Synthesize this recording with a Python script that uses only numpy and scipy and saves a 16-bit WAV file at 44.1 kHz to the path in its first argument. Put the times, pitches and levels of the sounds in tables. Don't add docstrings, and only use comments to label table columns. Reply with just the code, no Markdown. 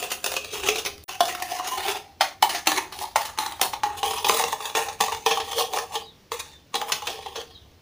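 import sys
import numpy as np
from scipy import signal
from scipy.fft import rfft, irfft, next_fast_len
from scipy.io import wavfile
from scipy.ndimage import uniform_filter1d, map_coordinates

SR = 44100
rng = np.random.default_rng(int(sys.argv[2]) if len(sys.argv) > 2 else 0)


def volts_from_db(level):
    exponent = np.asarray(level, float) / 20
    return 10 ** exponent


def transcribe(u):
    v = np.clip(np.atleast_2d(u).T, -1, 1)
    q = np.round(v * 32767).astype(np.int16)
    wavfile.write(sys.argv[1], SR, q)


N = 344421


def unit(x):
    return x / np.sqrt(np.mean(x ** 2) + 1e-20)


def along(points, hz):
    f, v = np.transpose(points)
    return np.interp(np.log(hz + 1), np.log(f + 1), v)


def curves(rows):
    s, *cols = np.transpose(rows)
    return [np.interp(np.arange(N) / SR, s, c) for c in cols]


def wobble(rate):
    knots = rng.standard_normal(int(N * rate / SR) + 4)
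    return map_coordinates(knots, [np.arange(N) * rate / SR])


def filtered(x, response):
    m = 2 * next_fast_len(x.shape[-1] // 2 + 2048)
    spectrum = rfft(x, m) * response(np.fft.rfftfreq(m, 1 / SR))
    return irfft(spectrum, m)[..., :x.shape[-1]]


def causal(gain):
    cep = irfft(np.log(gain + 1e-6))
    half = len(cep) // 2
    folded = np.r_[cep[0], 2 * cep[1:half], np.zeros(len(cep) - half)]
    return np.exp(rfft(folded, 2 * len(gain) - 2))


def peak_db(t, s, rise, fall):
    before = (s - t) / np.maximum(rise, .003)
    after = (t - s) / np.maximum(fall, .02)
    return -20 * np.maximum(before, after)


# frequency in Hz, level in dB.
AIR_SPECTRUM = [(76, -34), (130, -8), (238, -11.5), (303, -11.5), (1010, -23), (1310, -25.5), (5480, -27),
                (8190, -39), (15000, -37.5), (15500, -28)]
# top in seconds, level in dB, time to rise or fall 20 dB in seconds.
TRAFFIC_SWELLS = [
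    (.68, -42.5, 0.5),
    (1.8, -49, 0.2),
    (3.27, -60, 2),
    (3.85, -45, .5),
    (5.2, -53, 1),
    (7.57, -57, 1.3),
]
AIR_DB, RUMBLE_DB = -56.5, -60.5


def background():
    air = unit(filtered(rng.standard_normal(N), lambda f: volts_from_db(along(AIR_SPECTRUM, f)) * (f > 130)))
    rumble_db = [(15, -5.5), (55, -2.5), (73, 9.5), (92, 6.5), (150, -9.0), (300, -50.5)]
    low = filtered(rng.standard_normal(N), lambda f: volts_from_db(along(rumble_db, f)))
    t = np.arange(N) / SR
    swells = sum(volts_from_db(db - 6.5 + peak_db(t, s, fall, fall)) for s, db, fall in TRAFFIC_SWELLS)
    traffic = volts_from_db(RUMBLE_DB) + swells
    breeze = volts_from_db(1.0 * wobble(8.9))
    lumps = volts_from_db(1.6 * wobble(8.7))
    return volts_from_db(AIR_DB) * breeze * air + traffic * unit(lumps * low)


GRIP_STARTS = [0, 1.06, 1.66, 2.15, 3.97, 7.8]
# start in seconds, wall mode in Hz, bottom mode in Hz, upper mode in Hz.
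STROKE_SPOTS = [(0, 406.2, 707.6, 2640), (0.11, 521.5, 708, 2870), (0.24, 510, 709, 3460),
                (0.36, 524, 722, 2570), (0.536, 404.3, 836, 2850), (0.682, 431.7, 733, 3058),
                (0.775, 403, 715, 2840), (0.856, 412, 709, 2480), (1.078, 364, 795, 2520),
                (1.204, 470, 707, 1820), (1.29, 365, 1035, 1880), (1.348, 335, 785, 2160),
                (1.42, 317, 726, 1739), (1.52, 380, 722, 5310), (1.595, 370, 735, 2630),
                (1.682, 357, 1029, 2776), (1.778, 357, 785, 3570), (1.861, 354, 785, 3430),
                (2.207, 317, 786, 2540), (2.424, 372, 842.6, 3003), (2.544, 345, 730, 4210),
                (2.67, 305, 785, 4600), (2.78, 382, 872, 2600), (2.92, 374, 845.7, 3820),
                (3.159, 521, 820, 4040), (3.385, 313, 817.5, 3907), (3.614, 393, 762, 4420),
                (3.733, 530, 824, 3650), (3.833, 430, 827, 1940), (3.976, 434, 785, 2820),
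                (4.18, 423, 834, 2470), (4.295, 436, 1017, 4820), (4.395, 460, 768.6, 2200),
                (4.527, 439.5, 808, 3840), (4.751, 451, 812, 2690), (5.007, 450, 785, 3601),
                (5.262, 436.7, 791, 3000), (5.521, 463, 772, 2870), (5.737, 462, 770, 3360),
                (5.952, 450, 800, 2920), (6.316, 470.7, 874, 3780), (6.741, 468, 785, 3970),
                (6.815, 482, 1000, 2840), (6.919, 466, 1000, 2910), (7.069, 442, 785, 2944),
                (7.26, 470, 780, 2950), (7.356, 470, 761, 2960)]


def stroke_at(s):
    stroke = np.searchsorted(np.transpose(STROKE_SPOTS)[0], s + .005) - 1
    grip = np.searchsorted(GRIP_STARTS, s) - 1
    return max(stroke, 0), max(grip, 0)


def modes(f, table, scatter_db, detune):
    luck = np.clip(rng.standard_normal((9, 2)), -1.5, 1.5)
    total = 0
    for k, ((hz, width, db), (strength, shift)) in enumerate(zip(table, luck)):
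        centre = hz * (1 + detune * shift)
        resonance = 1j * f * width / (centre ** 2 - f * f + 1j * f * width)
        total = total + (-1) ** k * volts_from_db(db + scatter_db * strength) * resonance
    return total


# frequency in Hz, width in Hz, level in dB.
WALL_MODES = [
    [(419, 36, 2), (543.5, 12, -6)],
    [(357, 54, 0.5), (424, 20, -1)],
    [(403.5, 51, -9), (301.6, 16, -3)],
    [(453.4, 6.9, 1.5), (310, 26, -27)],
]
# frequency in Hz, width in Hz, level in dB.
BOTTOM_MODES = [
    [(733, 21, 5), (805, 7, 1.5), (870, 570, -12), (1190, 35, -16)],
    [(724.6, 26, 5), (602, 10, -24), (1062, 140, -13.5)],
    [(785, 61, -3.5), (891, 21, -12), (1066, 50, -17)],
    [(740, 143, -9.5), (785, 40, -0.5), (834, 40, -2), (872, 74, -1), (934, 52, -0.5), (1071, 190, -8),
     (1270, 132, -20.5)],
    [(633, 16.4, -11), (795, 23, -2.5), (841, 23, 1.5), (890.4, 39, -1), (1013, 87, -1), (1033, 105, 0),
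     (1144, 170, -7)],
]
# frequency in Hz, width in Hz, level in dB.
UPPER_MODES = [
    [(2450, 310, 1), (2950, 120, 1), (3180, 250, -1.5), (4500, 53, -24)],
    [(1806, 66, -3.5), (2880, 180, 0), (3550, 120, 0.5), (5500, 71, -8)],
    [(1717, 110, -1), (2236, 77, -14.5), (2740, 50, -37.5), (4070, 58, 2), (4570, 350, -12.5)],
    [(1802, 186, -1), (1910, 170, -4.5), (2400, 650, -3), (2904, 88, -5.5), (3390, 300, 4)],
]
# frequency in Hz, level in dB.
SHEET_SPECTRUM = [(760, -6.5), (1300, -2.5), (1480, -6.5), (2920, -3.5), (6540, -6.5), (7400, -32),
                  (9620, -64.5), (16300, -120)]
# frequency in Hz, level in dB.
EDGE_SPECTRUM = [(5500, -58.5), (6800, -9.5), (7700, -13), (10000, -7), (13300, -18.5), (14200, -12.5),
                 (14900, -4.5), (15500, -7.5)]
CAN_IN_GRIP = [0, 1, 1, 2, 3]
# width in Hz, level in dB.
FAVOURED_MODE = [
    (20, 4),
    (32, 3.5),
    (150, 1.5),
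]


def tin(s, scatter_db, detune, spot_db):
    stroke, grip = stroke_at(s)
    can = CAN_IN_GRIP[grip]
    families = []
    for table, hz, lead in zip([WALL_MODES[can], BOTTOM_MODES[grip], UPPER_MODES[can]],
                               STROKE_SPOTS[stroke][1:], FAVOURED_MODE):
        others = [m for m in table if abs(m[0] / hz - 1) > .035]
        families.append(others + [(hz, *lead)])
    wall, bottom, upper = families
    spot = rng.standard_normal(60)
    spot_hz = np.linspace(0, SR / 2, len(spot))

    def response(f):
        groups = volts_from_db(spot_db * np.interp(f, spot_hz, spot))
        radiates = (1j * f / (310 + 1j * f)) ** 2
        sheet = causal(groups * volts_from_db(along(SHEET_SPECTRUM, f)))
        return radiates * np.array([
            modes(f, upper, scatter_db, detune) * volts_from_db(-2.0) + sheet,
            modes(f, wall, scatter_db, detune / 4),
            modes(f, bottom, scatter_db, detune / 4),
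            causal(np.sqrt(groups) * volts_from_db(along(EDGE_SPECTRUM, f)))])
    return response


def patchy(depth_db, size):
    z = signal.stft(rng.standard_normal(N), nperseg=size)[2]
    field = uniform_filter1d(rng.standard_normal(z.shape), 2, axis=0)
    field = uniform_filter1d(field, 7, axis=1)
    return signal.istft(z * volts_from_db(depth_db * unit(field)), nperseg=size)[1][:N]


# start in seconds, rasp in dB, time to fall 20 dB
# in seconds, wall in dB, bottom in dB.
DRAG_STROKES = [(0, -28, 0.2, -1.5, -9.5), (.262, -31.5, 0.23, -11, -9), (1.09, -31, 0.14, -14, 0.5),
                (1.215, -30, 0.27, -6.5, 0), (1.428, -38, 0.16, 0, 10.5), (1.602, -43.5, 0.3, -17, 7),
                (2.218, -29, 0.12, -21.5, -3.5), (2.437, -27, -0.21, -9, 0), (2.682, -24.5, 0.16, -10, -3),
                (3.17, -30.5, 0.17, -17.5, 4.5), (3.4, -34, 0.3, -5, 4), (3.625, -27, 0.12, -8, 4),
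                (3.844, -42, 0.7, 2, 9), (4.04, -29, 0.41, -3.5, 2.5), (4.268, -25.5, 0.34, -8, -8),
                (4.762, -25, 0.2, -2, 2), (5.015, -28, 0.26, -5, -1.5), (5.27, -30, 0.47, -4, -8),
                (6.329, -32.5, 0.19, -4, -8), (6.755, -30, 0.07, -6, 11), (6.935, -37.5, 0.62, -18, -2),
                (7.087, -35, 0.32, 3, -1.5), (7.376, -38, 0.1, 11.5, 0)]
# top in seconds, rasp in dB, time to fall 20 dB in seconds,
# wall in dB, bottom in dB.
SWEEP_STROKES = [(.57, -35.5, 0.52, -6, -6), (.675, -26, 0.14, -1.5, -7), (.788, -25, -0.0235, -1, 0.5),
                 (.868, -33.5, 0.07, 0.5, -10.5), (1.535, -30.5, 0.1454, -16.5, 1.5),
                 (1.7, -30, 0.17, -31, -2.5), (1.79, -31.5, 0.22, -5, 6.5), (1.89, -25.5, 0.11, -6.5, 3),
                 (2.559, -27, 0.08, -14, -4), (2.784, -29.5, 0.09, -5, 1.5), (3.018, -32, 0.11, -12.5, 3.5),
                 (3.99, -32.5, 0.04, -30, -8), (4.4, -27.5, 0.25, -8, 0), (4.659, -32, 0.12, -13, 3),
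                 (5.52, -33.5, 0.13, -12, 1), (5.6, -21, 0.07, 2.5, -2.5), (5.765, -28.5, 0.0827, 5.5, 8),
                 (5.95, -38, 0.1143, -7, 7.5), (6.4, -25.5, 0.03, -13, -2.5), (6.89, -33, 0.04, -10, -1),
                 (7.28, -43.5, 0.07, 10.5, 5)]
LINGER_RATIO = [0.96, 0.58, 1, 0.81]
GRIP_RASP_EDGE_DB = [-0.36, -1, -1.2, -1.2, 0.96]
DRAG_RISE_S, SWEEP_RISE = 0.016, 0.9
GENTLE_FROM_S, GENTLE_EDGE_DB = 5, -4


def pressure():
    t = np.arange(0, N / SR + .002, .002)
    power = 1e-12
    for rows, sudden in [(DRAG_STROKES, True), (SWEEP_STROKES, False)]:
        for s, db, fall, wall_db, bottom_db in rows:
            grip = max(np.searchsorted(GRIP_STARTS, s) - 1, 0)
            edge_db = GRIP_RASP_EDGE_DB[grip] + GENTLE_EDGE_DB * (s > GENTLE_FROM_S)
            rise = DRAG_RISE_S if sudden else SWEEP_RISE * fall
            shape_db = peak_db(t, s, rise, fall * np.c_[LINGER_RATIO])
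            power = power + volts_from_db(2 * (db + np.c_[[0, wall_db, bottom_db, edge_db]] + shape_db))
    return np.array(curves(np.c_[t, np.sqrt(power).T]))


STROKE_EDGE = [1, 2.5, 1.5, -5, -1, -3.5, -2, -5, -2, 1, -0.5, -1.5, 1.5, -1, -4, 1.5, -1.5, 0.5, -3, 2, -2,
               2, -1.5, 1.5, 4, 3, 4.5, -0.5, 0.5, 0, 0, 2.5, -0.5, -0.5, 0.5, 3, -0.5, 1, 4, 1.5, 1.5, 0.5,
               4.5, -1, -3.5, -1, -1]


def scrape():
    chatter = volts_from_db(1.8 * wobble(30) + 2.5 * wobble(110) + 2 * wobble(600))
    bumps = volts_from_db(3 * wobble(35))
    steady = np.ones(N)
    grains = patchy(depth_db=3.0, size=512)
    force = chatter * np.array([steady, bumps, bumps, steady]) * grains
    shares = pressure() * volts_from_db(np.c_[[-3.5, -5, -5.5, -3.5]])
    out, t = np.zeros(N), np.arange(N) / SR
    starts = [row[0] for row in STROKE_SPOTS]
    for a, b, edge_db in zip(starts, starts[1:] + [N / SR], STROKE_EDGE):
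        here = slice(max(round((a - .06) * SR), 0), round((b + .01) * SR))
        parts = filtered(force[:, here], tin(a, scatter_db=2, detune=0.02, spot_db=1.4))
        fade_in = (t[here] - a) / .01 + (1 if a > .05 else 9)
        fade_out = (b - t[here]) / .01 + 1
        fade = np.sqrt(np.clip(np.minimum(fade_in, fade_out), 0, 1))
        gains = shares[:, here] * volts_from_db(np.c_[[0, 0, 0, edge_db]])
        out[here] += fade * sum(g * unit(p) for g, p in zip(gains, parts))
    return out


# start in seconds, peak in dB, bottom in dB, contact t60 in seconds.
FIRST_CAN_TAPS = [(.026, -19.5, -7, 0.016), (.1156, -15.5, -12.5, 0.062), (0.2414, -12.5, -11.5, 0.022),
                  (.2612, -13, -5, 0.018), (.3168, -18, -5.5, 0.029), (0.3645, -13, -15.5, 0.037),
                  (0.5358, -24, -23, 0.091), (0.685, -6, -16, 0.045), (0.7799, -17, -12, 0.095),
                  (0.8587, -15, -17, 0.064)]
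SECOND_CAN_TAPS = [(1.2052, -10.5, 0, 0.025), (1.2915, -22, -11, 0.15), (1.3495, -18.5, -12.5, 0.016),
                   (1.4217, -17, -5.5, 0.027), (1.5968, -30.5, 9.5, 0.0063), (1.8634, -28.5, -7, 0.016),
                   (1.954, -27.5, 0.5, 0.093)]
THIRD_CAN_TAPS = [(2.2079, -6, -7, 0.037), (2.4243, -4.5, -3, 0.024), (2.4923, -16.5, -9, 0.15),
                  (2.5468, -18.5, -5.5, 0.13), (2.6703, -3.5, -4, 0.034), (2.7171, -12, -8.5, 0.013),
                  (2.7824, -23, -1.5, .014), (2.9223, -25.5, -6.5, 0.093), (3.0094, -32.5, 4, 0.021),
                  (3.158, -11.5, 1.5, 0.044), (3.251, -22, -6, 0.098), (3.375, -29.5, 1.5, 0.042),
                  (3.386, -12, -4, 0.019), (3.462, -18.5, -8, 0.014), (3.5208, -25, -6.5, 0.019),
                  (3.5955, -31.5, 7, 0.018), (3.6133, -4.5, -13.5, 0.015), (3.7334, -21.5, -2, 0.041),
                  (3.8334, -19, 4.5, 0.03)]
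FOURTH_CAN_TAPS = [(4.0302, -12.5, -5.5, 0.013), (4.1091, -17, -11.5, 0.015), (4.1786, -23, -5, 0.071),
                   (4.244, -11, -9, 0.052), (4.2667, -15.5, -4.5, 0.019), (4.295, -5.5, -8, 0.0084),
                   (4.3949, -18, -0.5, 0.038), (4.438, -11, -11.5, 0.013), (4.527, -23.5, 3, 0.024),
                   (4.653, -17, -26.5, 0.03), (4.7496, -13.5, -7, 0.033), (4.7694, -12.5, -9.5, 0.022),
                   (5.003, -14, -4.5, 0.039), (5.0081, -5.5, -15, 0.011), (5.1198, -19.5, -3.5, 0.07),
                   (5.2613, -7, -7.5, 0.037), (5.3084, -11.5, -8.5, 0.092), (5.3716, -18, 0, 0.042),
                   (5.5816, -13, -13.5, 0.016), (5.7427, -25, -8, 0.027), (5.7848, -13.5, -11, 0.028),
                   (5.9526, -16, -10, 0.059),
                   (6.3179, -17.5, -5.5, 0.015), (6.7415, -16.5, -9, 0.02), (6.752, -12, -30.5, 0.038),
             (6.8141, -18.5, -5, 0.022), (6.9194, -7.5, -25.5, 0.033), (7.0199, -26.5, -4.5, 0.0415),
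             (7.0691, -13, -27, 0.057), (7.2602, -30, 2, 0.05), (7.356, -23, -7.5, 0.096),
             (7.4133, -26.5, -21, 0.017)]
# start in seconds, peak in dB, bottom in dB, contact t60 in seconds.
SMALL_CONTACTS = [
    (0.444, -23, -26, 0.031),
    (1.4, -26.5, -9, 0.013),
    (5.147, -20, -13, 0.016),
    (5.399, -18.5, -8.5, 0.063),
    (7.13, -28, -15, 0.013),
                  (.1027, -27, -16.5, 0.016), (.338, -18, -8, 0.019), (.5028, -36, -14, .01),
                (.6345, -23, -11, 0.023), (.7562, -15.5, -6, 0.053), (.85, -17, -10, 0.014),
                (.9792, -34, -29, 0.0089), (1.0914, -24.5, -5.5, 0.023), (1.3249, -24.5, -9, 0.011),
                (1.5184, -30.5, 1, 0.016), (1.6601, -32.5, -10, 0.016), (1.6796, -29, -8.5, 0.017),
                (1.8816, -16.5, -7.5, 0.02), (2.6592, -24, -33.5, 0.0046), (2.693, -28, -5, 0.02),
                (2.7619, -18.5, -20, .02), (2.9884, -22.5, -15.5, 0.014), (3.038, -28, 0.5, 0.0085),
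                (3.9822, -29, -11, 0.036), (4.134, -26.5, 3, 0.013), (4.6038, -27, 0.5, .02),
                (4.6975, -26, -7, 0.013), (4.7584, -18, -7, 0.015), (4.8841, -19, -10, 0.041),
                (5.038, -18, -5, .01), (5.082, -23, -1.5, .015), (5.4798, -27.5, -8, 0.009),
                (5.5022, -27.5, -9.5, 0.014), (5.5297, -19, -9, 0.021), (5.607, -15.5, -5.5, 0.012),
                (5.7177, -30, -18, 0.0063), (5.734, -16.5, -4, 0.022), (5.7731, -19, -1, 0.006),
                (5.9208, -35, -22, 0.012), (6.8826, -26.5, -3.5, 0.018), (6.898, -26.5, -1, 0.013)]
# wall in dB, edge in dB.
GRIP_FREEDOM = [
    (-14, -12),
    (-23.5, -11.5),
    (-19, -17),
    (-26, -14.5),
    (-15, -18),
]
WALL_FOLLOWS, EDGE_YIELDS = 0.27, 0.18
PUSH_S, PUSH = 0.001486, 2.07


def taps():
    out, t = np.zeros(N + SR), np.arange(SR // 7) / SR
    contacts = (FIRST_CAN_TAPS + SECOND_CAN_TAPS + THIRD_CAN_TAPS + FOURTH_CAN_TAPS + SMALL_CONTACTS)
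    for s, db, bottom_db, t60 in contacts:
        stroke, grip = stroke_at(s)
        wall_db = GRIP_FREEDOM[grip][0] + WALL_FOLLOWS * bottom_db
        edge_db = GRIP_FREEDOM[grip][1] - EDGE_YIELDS * bottom_db + STROKE_EDGE[stroke]
        lasting = np.clip(t60, .006, .2) * np.array([[1], [.2], [.2], [.9]])
        force = rng.standard_normal(len(t)) * volts_from_db(-60 * t / lasting) * (1 - np.exp(-t / 0.0021))
        force[1:3, round(PUSH_S * SR)] += PUSH * np.sqrt(np.sum(force[1] ** 2) / 4)
        parts = filtered(force, tin(s, scatter_db=2.5, detune=0.02, spot_db=2.3))
        parts = parts / np.abs(parts).max(axis=1, keepdims=True)
        levels = volts_from_db(db + np.array([-1, wall_db + 4.5, bottom_db + 4, edge_db + 7.5]))
        out[round(s * SR):][:len(t)] += levels @ parts
    return out[:N]


# frequency in Hz, t60 in seconds.
KITCHEN_DECAY = [(200, 0.5), (800, 0.24), (4000, 0.23), (12000, 0.26)]


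def room(x):
    out, step = np.zeros(N + SR), SR // 4
    for start in range(0, N, step):
        hz, t, z = signal.stft(rng.standard_normal(SR // 2), SR, nperseg=256)
        decay = volts_from_db(-60 * t / along(KITCHEN_DECAY, hz)[:, None])
        tail = signal.istft(z * decay, SR, nperseg=256)[1]
        wet = signal.fftconvolve(x[start:start + step], tail / np.linalg.norm(tail))
        out[start + 220:][:len(wet)] += wet
    return out[:N]


# start in seconds, end in seconds,
# share of the bands from 4.5 to 11 kHz.
WIDE_STRETCHES = [(0, 1.03, .3), (1.2, 1.24, .9), (2.2, 2.22, 1), (2.41, 2.45, 1), (2.66, 2.68, 1),
                  (2.91, 3.61, .4), (4.16, 4.23, .9), (4.28, 4.33, 1), (4.99, 6.07, .3), (6.31, 6.41, .5),
                  (6.75, 7.5, .35)]


def wide_treble(x):
    hz, t, z = signal.stft(x, SR, nperseg=512)
    share = sum(part * ((t > a) & (t < b)) for a, b, part in WIDE_STRETCHES)
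    luck = np.kron(rng.random((34, len(t) // 8 + 1)), np.ones((8, 8)))[:len(hz), :len(t)]
    f = hz[:, None]
    on = np.where((f > 11000) & (f < 14500), share > 0, (luck < share) & (f > 4500))
    strength = np.sqrt(np.abs(uniform_filter1d(np.abs(z) ** 2, 7, axis=0)))
    noise = signal.stft(rng.standard_normal(N), nperseg=512)[2]
    noise = noise / np.sqrt(np.mean(np.abs(noise) ** 2))
    return signal.istft(on * strength * noise, nperseg=512)[1][:N]


# start in seconds, end in seconds.
CUT_SILENCE = (1.0425, 1.081)


def cut(x):
    t = np.arange(N) / SR
    burst = np.exp(-((t - CUT_SILENCE[0] + 0.0037) / 0.0012) ** 2)
    tick = volts_from_db(-38.5) * rng.standard_normal(N) * burst
    heard = (t < CUT_SILENCE[0]) | (t > CUT_SILENCE[1])
    return (x + np.diff(tick, prepend=0)) * heard


# start in seconds, length in seconds, start pitch in Hz, end pitch in Hz,
# level in dB.
SPARROW_NOTES = [
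    (2.07, .06, 4300, 4100, -65),
    (3.08, .07, 4800, 4700, -57),
    (6.053, .085, 3830, 3780, -48),
    (6.52, .085, 3620, 3540, -54),
    (7.548, .045, 3950, 3700, -50),
    (7.5, .09, 3300, 3250, -56),
]


def sparrows():
    line, slide = np.zeros((2, N))
    flutter_hz, shimmer = 22 * wobble(150), volts_from_db(2.5 * wobble(80))
    for s, length, start_hz, end_hz, db in SPARROW_NOTES:
        voices = [(line, 0, length, start_hz, end_hz, 1), (slide, .05, .13, 4750, 3100, 9)]
        for out, lead, span, top_hz, low_hz, hoarse in voices:
            u = np.arange(round(span * SR)) / (span * SR)
            first = round((s - lead) * SR)
            here = slice(first, first + len(u))
            pitch = top_hz + (low_hz - top_hz) * u + hoarse * flutter_hz[here]
            whistle = np.sin(2 * np.pi * np.cumsum(pitch) / SR)
            breath = (1 - np.exp(-u / 0.042)) * (1 - u) ** .5
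            out[here] += volts_from_db(db) * shimmer[here] * whistle * breath
    echo = room(volts_from_db(-2) * line + volts_from_db(-1.5) * slide)
    return volts_from_db(2.5) * line + volts_from_db(-8) * slide + echo


# start in seconds, peak in dB, pitch in Hz, t60 in seconds.
HAND_JOLTS = [
    (3.84, -46.5, 150, 0.13),
    (4.294, -31, 187, 0.11),
    (4.439, -41.5, 170, .2),
    (5.004, -32, 201, 0.15),
    (5.31, -36, 172, 0.14),
    (6.92, -36.5, 141, 0.13),
]


def jolts():
    t, out = np.arange(N) / SR, np.zeros(N)
    for s, db, hz, t60 in HAND_JOLTS:
        onset = 1 - np.exp(-np.maximum(t - s, 0) / 0.01)
        out += volts_from_db(db - 60 * np.abs(t - s) / t60) * onset * np.sin(2 * np.pi * hz * (t - s))
    return out


def scene():
    hits, rasp = taps(), scrape()
    reflections = room(volts_from_db(-4.5) * hits + volts_from_db(-7.5) * rasp)
    mono = hits + rasp + reflections + jolts() + sparrows() + background()
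    return np.array([mono, mono])


def low_pass(x):
    return signal.sosfilt(signal.butter(12, 16800, fs=SR, output="sos"), x)


def record(dry):
    side = volts_from_db(-8.3) * wide_treble(dry[0])
    mix = cut(dry + np.array([side, -side]))
    mix = filtered(mix, lambda f: f < 15470)
    return low_pass(np.clip(mix, -.98, .98))


dry = scene()
out = record(dry)
transcribe(out)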